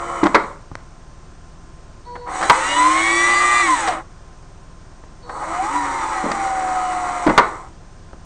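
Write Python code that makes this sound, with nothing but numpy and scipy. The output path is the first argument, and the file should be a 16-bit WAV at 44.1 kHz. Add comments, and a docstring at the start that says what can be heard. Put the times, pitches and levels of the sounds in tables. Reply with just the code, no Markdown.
"""Cordless drill hoisting a panel

Close up in a quiet, carpeted room: a drill strapped to a wooden frame winds cord on a spool. It labours
up until the panel bumps its stop and the drive jolts, runs freely down, then hoists again. Ten-tooth
gearing whines over rattle and brush hiss, and the windings sing at each squeeze of the trigger.
The microphone is on a small camera close by, and it overloads on the jolts."""
import sys
import numpy as np
from scipy import signal
from scipy.fft import rfft, irfft, next_fast_len
from scipy.io import wavfile
from scipy.ndimage import uniform_filter1d

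SR = 44100
rng = np.random.default_rng(int(sys.argv[2]) if len(sys.argv) > 2 else 0)


def transcribe(signal):
    """Save signal, clipped to [-1, 1], as a 16-bit WAV file at the path in sys.argv[1]."""
    frames = np.atleast_2d(signal).T
    limited = np.clip(frames, -1, 1)
    pcm = np.round(limited * 32767).astype(np.int16)
    wavfile.write(sys.argv[1], SR, pcm)


N = 363825
TIME = np.arange(N) / SR

# The motor on the last stretch up, on the way down and on the next hoist.
# Each row: time in seconds, speed in turns a second.
SPEED_NEAR_TOP = [(0.0, 69.1), (0.21, 68.4)]
SPEED_DOWN = [(2.25, 58.55), (2.32, 72.3), (2.46, 78.76), (2.6, 88.0), (2.69, 94.43), (2.77, 98.1),
              (2.91, 104.8), (3.02, 110.2), (3.24, 116.4), (3.42, 118.2), (3.61, 119.3), (3.71, 103.6),
              (3.79, 91.05), (3.92, 70), (3.97, 57.3)]
SPEED_UP = [(5.25, 34.1), (5.48, 64.42), (5.6, 74.26), (5.72, 93.6), (5.76, 98.4), (5.9, 93.35),
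            (6.19, 84.3), (6.45, 77.7), (6.6, 75.53), (6.98, 72.78), (7.24, 71.36)]
# Gearbox rattle on those three runs, then brush hiss. Each row: frequency in Hz, relative density in dB.
RATTLE_NEAR_TOP = [(150, -22), (340, -15), (480, -9.5), (680, -12.5), (850, -8), (1080, 1.5), (1340, -5),
                   (1600, -14), (2200, -11), (2700, -26), (3050, -24), (4000, -31), (7000, -26.5)]
RATTLE_DOWN = [(80, -31), (150, -30), (280, -8.5), (430, -13), (600, -9.5), (900, -4), (1150, -0.5),
               (1450, -2.5), (1700, -6), (2150, -6), (2600, -13.5), (3700, -17), (5000, -41), (7000, -46)]
RATTLE_UP = [(120, -20), (240, -21.5), (340, -7.5), (430, -13), (620, -10.5), (850, -3), (1200, -0.5),
             (1450, -5.5), (1750, -12), (2150, -8.5), (2700, -21.5), (4000, -26.5), (7000, -24.5)]
BRUSH_COLOUR = [(2000, -29), (3500, -1.5), (4400, -5.5), (5300, -3.5), (5800, -6.5), (6400, 1), (7100, -6),
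                (7500, -1), (8000, -1), (8900, 2), (9500, -4)]
# Resonances and hollows of the drill's housing. Each row: centre in Hz, width in Hz, lift in dB.
HOUSING_RESONANCES = [(326.3, 21, 15), (535, 46, 11), (761, 34, 14), (835, 17, 11), (1032, 110, 6.5),
                      (1258, 40, 8.5), (1935, 270, 6.5), (2820, 110, -2.5), (2944, 37, 14), (3560, 46, 3.5),
                      (4050, 290, 8), (5440, 240, -8.5), (5740, 207, 13), (7040, 900, 8.5),
                      (7950, 150, 12.5), (8500, 74, 11)]
# Strong tones swell and fade as the speed carries them through the resonances of drill and frame.
# Each row: pitch in Hz, relative level in dB.
ROTOR_RESPONSE = [(262, -61), (280, -41), (291, -36.5), (299, -28.5), (311, -23.5), (328, -33), (342, -23),
                  (358, -35)]  # three poles a turn
TOOTH_RESPONSE = [(620, -32), (700, -28.5), (750, -19.5), (810, -27.5), (865, -28.5), (900, -27.5),
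                  (945, -29.5), (995, -14.5), (1040, -14), (1085, -21.5), (1145, -26), (1185, -20)]  # ten teeth a turn
GEAR_RESPONSE = [(1080, -55.5), (1260, -36), (1650, -58), (1860, -31), (1915, -26.5), (1980, -16.5),
                 (2030, -22.5)]  # seventeen a turn
OVERTONE_RESPONSE = [(1780, -49), (2000, -22.5), (2070, -38), (2150, -25), (2230, -19.5), (2300, -23),
                     (2355, -38), (2390, -23)]  # twenty a turn
# Weaker gear tones on the three runs. Each row: multiple of the motor speed, relative level in dB.
ORDERS_NEAR_TOP = [(5, -8), (7, -13), (11, -31), (13, -17), (15, -14.5), (16, -16), (18, -18), (19, -7.5),
                   (20, -9), (44, -20)]
ORDERS_DOWN = [(6, -8.5), (7, -11.5), (14, -4.5), (16, -4), (19, -5.5), (21, -9.5), (23, -10), (27, -20.5),
               (30, -6.5), (33, -15.5), (34, -21), (36, -17.5), (40, -13), (48, -26), (50, -14.5),
               (60, -15.5), (70, -20.5), (73, -21.5), (80, -18)]
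ORDERS_UP = [(3, -31), (4, -18), (5, -28.5), (9, -16.5), (11, -32), (12, -25), (13, -23), (19, -9.5),
             (21, -21), (23, -18), (40, -27.5), (50, -31), (60, -29.5)]

# Steady hiss behind the drill. Each row: frequency in Hz, relative density in dB.
FLOOR_COLOUR = [(29, -44.5), (50, -0.5), (99, -7), (164, -7.5), (290, -14), (361, -10.5), (421, -17.5),
                (728, -15), (778, -17.5), (1060, -18.5), (1130, -19), (1440, -20), (2090, -28.5),
                (4000, -33), (6200, -29), (8200, -36.5), (8700, -30), (9000, -45), (9500, -33),
                (12400, -75), (20900, -120)]
# The camera's electrical thrum. Each row: multiple of THRUM_HZ, level in dB.
THRUM_PARTIALS = [(1, -43.5), (2, -46), (3, -56), (4, -52.5), (5, -55.5), (6, -58.5), (7, -57.5), (8, -57),
                  (9, -61)]
# Faint steady whistles. Each row: pitch in Hz, level in dB, rough width in Hz.
FAINT_WHISTLES = [(1040, -59.5, 11), (8700, -84, 20), (8600, -87, 20)]

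# The panel bumps its stop and scuffs the frame, the drive jolts, and small clicks fall between.
# Each row: start in seconds, level in dB, tilt in dB per octave, factor on the ring time,
# and for jolts a midrange lift or dip in dB around JOLT_MID_HZ.
PANEL_BUMPS = [(.2305, -9, -0.37, 0.48), (.251, -13.5, -0.72, 0.73), (7.2645, -13, -0.48, 0.91),
               (7.288, -16, 0.06, 0.96)]
SMALL_CLICKS = [(.238, -18, 5, 0.7), (.26, -15.5, -0.5, 1.8), (.268, -9, -2, 0.31), (.715, -24, -11, 0.61),
                (.7535, -17, 1, 0.19), (2.155, -24.5, -3, 1.4), (2.412, -15, -1.5, 0.98),
                (2.427, -15.5, -0.5, 3.4), (3.874, -15.5, 1, 3), (3.884, -13.5, 6.5, 0.46),
                (5.037, -35.5, -5.5, 0.63), (5.294, -25.5, -2, 1.7), (6.316, -15, 3.5, 0.88),
                (7.267, -18, 1, 1.17), (7.276, -7, -5, 1.1), (7.297, -11, -4.5, 2),
                (8.132, -29.5, -9, 0.64)]
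DRIVE_JOLTS = [(.3452, -0.5, -1.6, 0.81, -12.5), (2.4973, 6, 2, 0.47, 3.5), (7.3772, 3.5, -0.57, 0.68, -3)]
PANEL_SCUFFS = [(6.232, -15, 0.0055, 1.2)]
# The dense cloud of short modes in each kind of blow. Each row: frequency in Hz, relative density in dB.
BUMP_CLOUD = [(60, -30), (140, -15), (215, -4.5), (300, -5.5), (480, -9), (1000, -0.5), (1500, -15),
              (3000, -23), (9000, -48.5)]
CLICK_CLOUD = [(60, -17), (250, -6), (600, 3.5), (1100, 9), (1900, 1.5), (2700, -12), (4300, -11),
               (6000, -18.5), (9500, -29)]
JOLT_CLOUD = [(60, -42), (200, -12.5), (430, -3.5), (750, -1), (1000, 7), (1400, -0.5), (1700, -3),
              (2100, 0.5), (2700, -19.5), (4200, -14), (6000, -29), (9500, -43)]
SCUFF_CLOUD = [(80, -22), (150, -9), (215, 5), (310, -3), (450, -1.5), (700, -7), (1200, -9.5), (3000, -43)]
# Clear modes of the wooden frame and the drive.
# Each row: pitch in Hz, relative level in dB, seconds to fall 60 dB before the blow's ring factor.
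FRAME_MODES = [(222, -8, 0.17), (309, 4.5, 0.15), (326, -3, 0.2), (507, -4, 0.024), (788, -31, 0.098),
               (2044, -16.5, 0.23)]
DRIVE_MODES = [(744, -15.5, 0.13), (964, -5.5, 0.26), (1173, -6, 0.16), (1404, -12.5, 0.14),
               (2030, -30.5, 0.15)]
# Decay of the clouds (before ring factors) and the room. Each row: frequency in Hz, seconds to fall 60 dB.
CLOUD_DECAY = [(150, 0.23), (500, 0.19), (1200, 0.13), (2500, 0.11), (5000, 0.082), (9000, 0.12)]
ROOM_DECAY = [(150, 0.49), (1000, 0.45), (3000, 0.33), (9000, 0.34)]

# Squeezes of the trigger. Each row: start in seconds, seconds to full power, share of each cycle
# that the current is on at first, level in dB.
TRIGGER_SQUEEZES = [(2.049, .3, 0.033, -38), (5.228, 0.24, 0.38, -43.5)]
# The windings under chopped current. Each row: multiple of CHOP_HZ, relative level in dB.
CHOP_PARTIALS = [(1, 0), (2, 3.5), (3, -21), (4, -20)]
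# The windings' squeal at each start. Each row: start in seconds, length in seconds, level in dB.
WINDING_SQUEALS = [(2.048, 0.68, -54.5), (5.224, 0.32, -52)]
# The partials of that squeal. Each row: pitch in Hz, relative level in dB.
SQUEAL_PARTIALS = [(3916, -9), (4400, -1.5)]
# The camera's treble cut. Each row: frequency in Hz, gain in dB.
CAMERA_RESPONSE = [(20, -0.5), (9150, 0), (9600, -18.5), (10600, -30.5), (11200, -47.5), (12200, -42),
                   (12800, -75.5)]

RATTLE_KNEE, BRIGHT_KNEE = 54, 61.4  # turns a second; above these, loudness and treble level off
TUG_DB, TUGS_PER_S = 1.04, 28  # the cord tugs unevenly on the spool
SPOOL_RATIO, WOBBLE_DB = 4.7, 2.1  # motor turns to a spool turn, and how far that sways the whine
BLUR_RAD, BLUR_RAD_PER_ORDER = 0.33, 0.005  # play in the teeth smears the high tones most
JOLT_MID_HZ, JOLT_MID_OCTAVES = 870, 0.29
THRUM_HZ, CHOP_HZ, CHOP_RISE_S = 19.72, 486, 0.024


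def amp(db):
    """Decibels as a gain."""
    return 10 ** (np.asarray(db) / 20)


def unit(x):
    """Scales x to an rms of one."""
    return x / np.sqrt(np.mean(abs(x) ** 2) + 1e-20)


def read(points, hz):
    """Joins rows of (Hz, value) by straight lines over log frequency."""
    f, value = np.transpose(points)
    return np.interp(np.log(hz + 1), np.log(f + 1), value)


def colour(x, spectrum):
    """Filters x by a spectrum, to an rms of one."""
    size = next_fast_len(len(x))
    gain = amp(read(spectrum, np.fft.rfftfreq(size, 1 / SR)))
    return unit(irfft(rfft(x, size) * gain, size)[:len(x)])


def drift(t, hz):
    """A random wander of rms one that changes about hz times a second."""
    return np.interp((t - t[0]) * hz, np.arange(4096), rng.standard_normal(4096)) * np.sqrt(3 / 2)


def add(mix, start_s, sound):
    """Lays a sound into the mix."""
    part = mix[max(round(start_s * SR), 0):][:len(sound)]
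    part += sound[:len(part)]


def die_away(x, t60s, ring=1):
    """Lets each band of x fade at its own speed."""
    hz, t, bands = signal.stft(x, SR, nperseg=256)
    fade = amp(-60 * t / (ring * read(t60s, hz)[:, None]))
    return signal.istft(bands * fade, SR, nperseg=256)[1][:len(x)]


def tone(t, cycles, flutter, flutter_hz):
    """A tone whose phase flutters, and its strength a little."""
    shake = np.exp(flutter * (.5 * np.tanh(drift(t, flutter_hz)) + 1j * drift(t, flutter_hz)))
    return unit((shake * np.exp(2j * np.pi * cycles)).real)


def level_off(speed, knee, power):
    """A gain that grows as a power of the speed and levels off at one above the knee."""
    return 1 / (1 + (knee / speed) ** power)


def housing_db(hz):
    """How much the drill's housing lifts a sound of this pitch."""
    return sum(db / (1 + (2 * (hz - centre) / width) ** 2) for centre, width, db in HOUSING_RESONANCES)


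def housed(spectrum, share):
    """A spectrum with a share of the housing's resonances laid over it."""
    hz = np.geomspace(40, 12000, 900)
    return np.transpose([hz, read(spectrum, hz) + share * housing_db(hz)])


def gear_rattle(t, turns, spectrum, uneven_db, locked, brightness):
    """Each tooth strikes the gearbox; the locked share of the pattern comes back with every turn."""
    body = housed(spectrum, 0.83)
    teeth = 10 * turns
    strengths = amp(uneven_db * np.tanh(rng.standard_normal(8192)))
    strikes = strengths[teeth.astype(int) % 8192] * np.exp(-(teeth % 1) / .5)
    loose = colour(strikes * rng.standard_normal(N)[:len(t)], body)
    patterns = rng.standard_normal((8, 200))
    weights = np.array([drift(t, 12) for _ in patterns])
    weights /= np.linalg.norm(weights, axis=0)  # the pattern changes, its strength does not
    angles = np.linspace(0, 1, 200)
    repeating = sum(w * np.interp(turns % 1, angles, p) for w, p in zip(weights, patterns))
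    clatter = np.sqrt(1 - locked) * loose + np.sqrt(locked) * colour(repeating, body)
    dull = signal.sosfiltfilt(signal.butter(2, 1500, fs=SR, output="sos"), clatter)
    return dull + brightness * (clatter - dull)


def brush_hiss(turns):
    """The sparking brushes hiss, pulsing six times a turn and, more gently, once a turn."""
    pulse = 1 + 0.24 * np.cos(2 * np.pi * 6 * turns) + 0.1 * np.cos(2 * np.pi * turns)
    return colour(rng.standard_normal(N)[:len(turns)] * pulse, housed(BRUSH_COLOUR, 0.99))


def hum_and_whine(t, turns, speed, hum_db, whine_db, overtone_db, flutter):
    """The rotor's poles hum and the teeth whine; each turn of the spool sways the ten-tooth tone."""
    wobble_db = WOBBLE_DB * np.sin(2 * np.pi * turns / SPOOL_RATIO)
    out = amp(whine_db + wobble_db + read(TOOTH_RESPONSE, 10 * speed)) * tone(t, 10 * turns, flutter, 110)
    for order, response, db in ((3, ROTOR_RESPONSE, hum_db), (17, GEAR_RESPONSE, overtone_db),
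                                (20, OVERTONE_RESPONSE, overtone_db)):
        out += amp(db + read(response, order * speed)) * tone(t, order * turns, 0.028 * order, 80)
    return out


def weak_gear_tones(t, turns, speed, orders):
    """Smeared tones heard through the housing; they fade as a changing speed shakes the teeth loose."""
    acceleration = uniform_filter1d(np.gradient(speed) * SR, size=4000)
    out = np.zeros(len(t))
    for order, db in orders:
        level_db = -31 + db + housing_db(order * speed) + 3.63 * drift(t, 15.01)
        out += amp(level_db) * tone(t, order * turns, BLUR_RAD + BLUR_RAD_PER_ORDER * order, 90)
    return out / np.hypot(1, acceleration / 80)


def drill(run, spectrum, orders, rattle_db, hiss_db, hiss_knee, hum_db, whine_db, overtone_db, flutter,
          uneven_db, locked, coast_s, start_s=1 / SR, spark_s=1 / SR, slack_db=0, slack_s=1 / SR):
    """Start time and sound of one run: the gears rattle, whine once their slack is taken up, and coast."""
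    times, speeds = np.transpose(run)
    t = np.arange(times[0], times[-1] + coast_s, 1 / SR)
    age = t - t[0]
    driven = np.interp(t, times, speeds)
    coast = np.clip(1 - (t - times[-1]) / coast_s, 0, 1)
    speed = driven * coast
    turns = np.cumsum(speed * (1 + .002 * drift(t, 45))) / SR
    slack = np.clip(1 - age / slack_s, 0, 1)
    gear_gain = amp(slack_db * slack) * level_off(driven, RATTLE_KNEE, power=6.1)
    brightness = level_off(driven, BRIGHT_KNEE, power=8.4) * (1 - 0.81 * slack)  # slow teeth hit softly
    rattle = gear_gain * gear_rattle(t, turns, spectrum, uneven_db, locked, brightness)
    rattle *= amp(rattle_db + TUG_DB * drift(t, TUGS_PER_S))
    hiss_gain = amp(hiss_db) * np.minimum(age / spark_s, 1) * level_off(driven, hiss_knee, power=7.4)
    hiss = hiss_gain * brush_hiss(turns)
    tones = hum_and_whine(t, turns, speed, hum_db, whine_db, overtone_db, flutter)
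    tones += gear_gain * weak_gear_tones(t, turns, speed, orders)
    meshed = (1 - slack) * np.clip((speed - 54) / 12, 0, 1)  # slow gears only clatter; tones need speed
    envelope = coast ** 1.12 * np.minimum(age / start_s, 1) ** 2
    return t[0], (rattle + hiss + meshed * tones) * envelope


def background():
    """Under everything: hiss, the camera's low electrical thrum and thin whistles."""
    hiss = amp(-45.5) * colour(rng.standard_normal(N), FLOOR_COLOUR)
    thrum = sum(amp(db) * unit(np.cos(2 * np.pi * (k * THRUM_HZ * TIME + rng.random())))
                for k, db in THRUM_PARTIALS)
    whistles = sum(amp(db) * tone(TIME, hz * TIME, 0.49, 2 * width) for hz, db, width in FAINT_WHISTLES)
    return hiss + thrum + whistles


def blow_lift_db(hz, tilt, mid_db=0):
    """A blow's own colour: a tilt towards bass or treble, plus a jolt's midrange lift or dip."""
    mid_band = np.exp(-(np.log2(hz / JOLT_MID_HZ) / JOLT_MID_OCTAVES) ** 2)
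    return tilt * np.log2(hz / 1200) + mid_db * mid_band


def blows(rows, spectrum, cloud_ring, rise_s, modes=(), modes_db=0):
    """Each blow rings a dense cloud of short modes and any clear ones of the part it strikes."""
    out, t = np.zeros(N), np.arange(SR // 3) / SR
    for start_s, db, tilt, ring, *mid_db in rows:
        tilted = [(hz, level + blow_lift_db(hz, tilt, *mid_db)) for hz, level in spectrum]
        cloud = die_away(colour(rng.standard_normal(len(t)), tilted), CLOUD_DECAY, cloud_ring * ring)
        clear = np.zeros(len(t))
        for hz, level, t60 in modes:
            fading_db = level + blow_lift_db(hz, tilt, *mid_db) - 60 * t / (t60 * ring)
            clear += amp(fading_db) * np.sin(2 * np.pi * hz * t)
        add(out, start_s, amp(db) * (cloud + amp(modes_db) * clear) * (1 - np.exp(-t / rise_s)))
    return out


def room(x):
    """The soft tail of the carpeted room, reaching the microphone just after the direct sound."""
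    t = np.arange(SR // 2) / SR
    tail = die_away(rng.standard_normal(len(t)), ROOM_DECAY) * np.clip((t - .006) / 0.029, 0, 1)
    return signal.fftconvolve(x, tail / np.linalg.norm(tail))[:N]


def windings():
    """Chopped current makes the windings sing and squeal; the singing stops at full power."""
    out = np.zeros(N)
    for start_s, length_s, first_duty, db in TRIGGER_SQUEEZES:
        t = np.arange(0, length_s, 1 / SR)
        duty = first_duty + (1 - first_duty) * t / length_s  # partials wax and wane as the pulses widen
        sing = sum(amp(level) * np.sin(np.pi * k * duty) * tone(t, k * CHOP_HZ * t, .15, 6.7)
                   for k, level in CHOP_PARTIALS)
        add(out, start_s, amp(db) * sing * np.minimum(t / CHOP_RISE_S, 1))
    for start_s, length_s, db in WINDING_SQUEALS:
        t = np.arange(0, length_s, 1 / SR)
        squeal = sum(amp(level) * tone(t, hz * t, 0.66, 164) for hz, level in SQUEAL_PARTIALS)
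        add(out, start_s, amp(db) * squeal * np.minimum(t / .005, 1) * np.sqrt(1 - t / length_s))
    return out


def scene():
    """At the microphone: three runs of the drill, the knocks with their echoes, and the background."""
    motor = windings()
    add(motor, *drill(SPEED_NEAR_TOP, RATTLE_NEAR_TOP, ORDERS_NEAR_TOP, rattle_db=-24, hiss_db=-48,
                      hiss_knee=38, hum_db=-2, whine_db=-8, overtone_db=-15, flutter=0.18,
                      uneven_db=0.5, locked=0.41, coast_s=.42))
    add(motor, *drill(SPEED_DOWN, RATTLE_DOWN, ORDERS_DOWN, rattle_db=-22.5, hiss_db=-27.5, hiss_knee=76,
                      hum_db=-1.5, whine_db=1.5, overtone_db=0.5, flutter=0.46, uneven_db=0, locked=0.53,
                      start_s=0.026, spark_s=0.13, slack_db=-2.0, slack_s=0.46, coast_s=0.07))
    add(motor, *drill(SPEED_UP, RATTLE_UP, ORDERS_UP, rattle_db=-23.5, hiss_db=-42.5, hiss_knee=46.6,
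                      hum_db=5, whine_db=-1.5, overtone_db=-9, flutter=0.065, uneven_db=2.5, locked=0.44,
                      start_s=0.01, spark_s=0.027, slack_db=5.0, slack_s=.35, coast_s=.5))
    panel = blows(PANEL_BUMPS, BUMP_CLOUD, cloud_ring=1.24, rise_s=0.0024, modes=FRAME_MODES, modes_db=2.5)
    panel += blows(PANEL_SCUFFS, SCUFF_CLOUD, cloud_ring=1.4, rise_s=0.014)
    jolts = blows(DRIVE_JOLTS, JOLT_CLOUD, cloud_ring=1, rise_s=0.00077, modes=DRIVE_MODES, modes_db=-1)
    clicks = blows(SMALL_CLICKS, CLICK_CLOUD, cloud_ring=.4, rise_s=.0003)
    echoes = room(amp(-15) * jolts + amp(-19) * panel + amp(-14.5) * clicks)
    return (motor + panel + jolts + clicks + echoes + background())[None]


def record(dry):
    """The microphone stage overloads, the camera cuts the treble, and the remaining peaks clip again."""
    overloaded = np.clip(dry, -.74, .74)
    narrow = irfft(rfft(overloaded) * amp(read(CAMERA_RESPONSE, np.fft.rfftfreq(N, 1 / SR))), N)
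    lowpass = signal.firwin(511, cutoff=15800, window=("kaiser", 8), fs=SR)
    return signal.oaconvolve(np.clip(narrow, -.72, .72), lowpass[None], "same")


dry = scene()
out = record(dry)
transcribe(out)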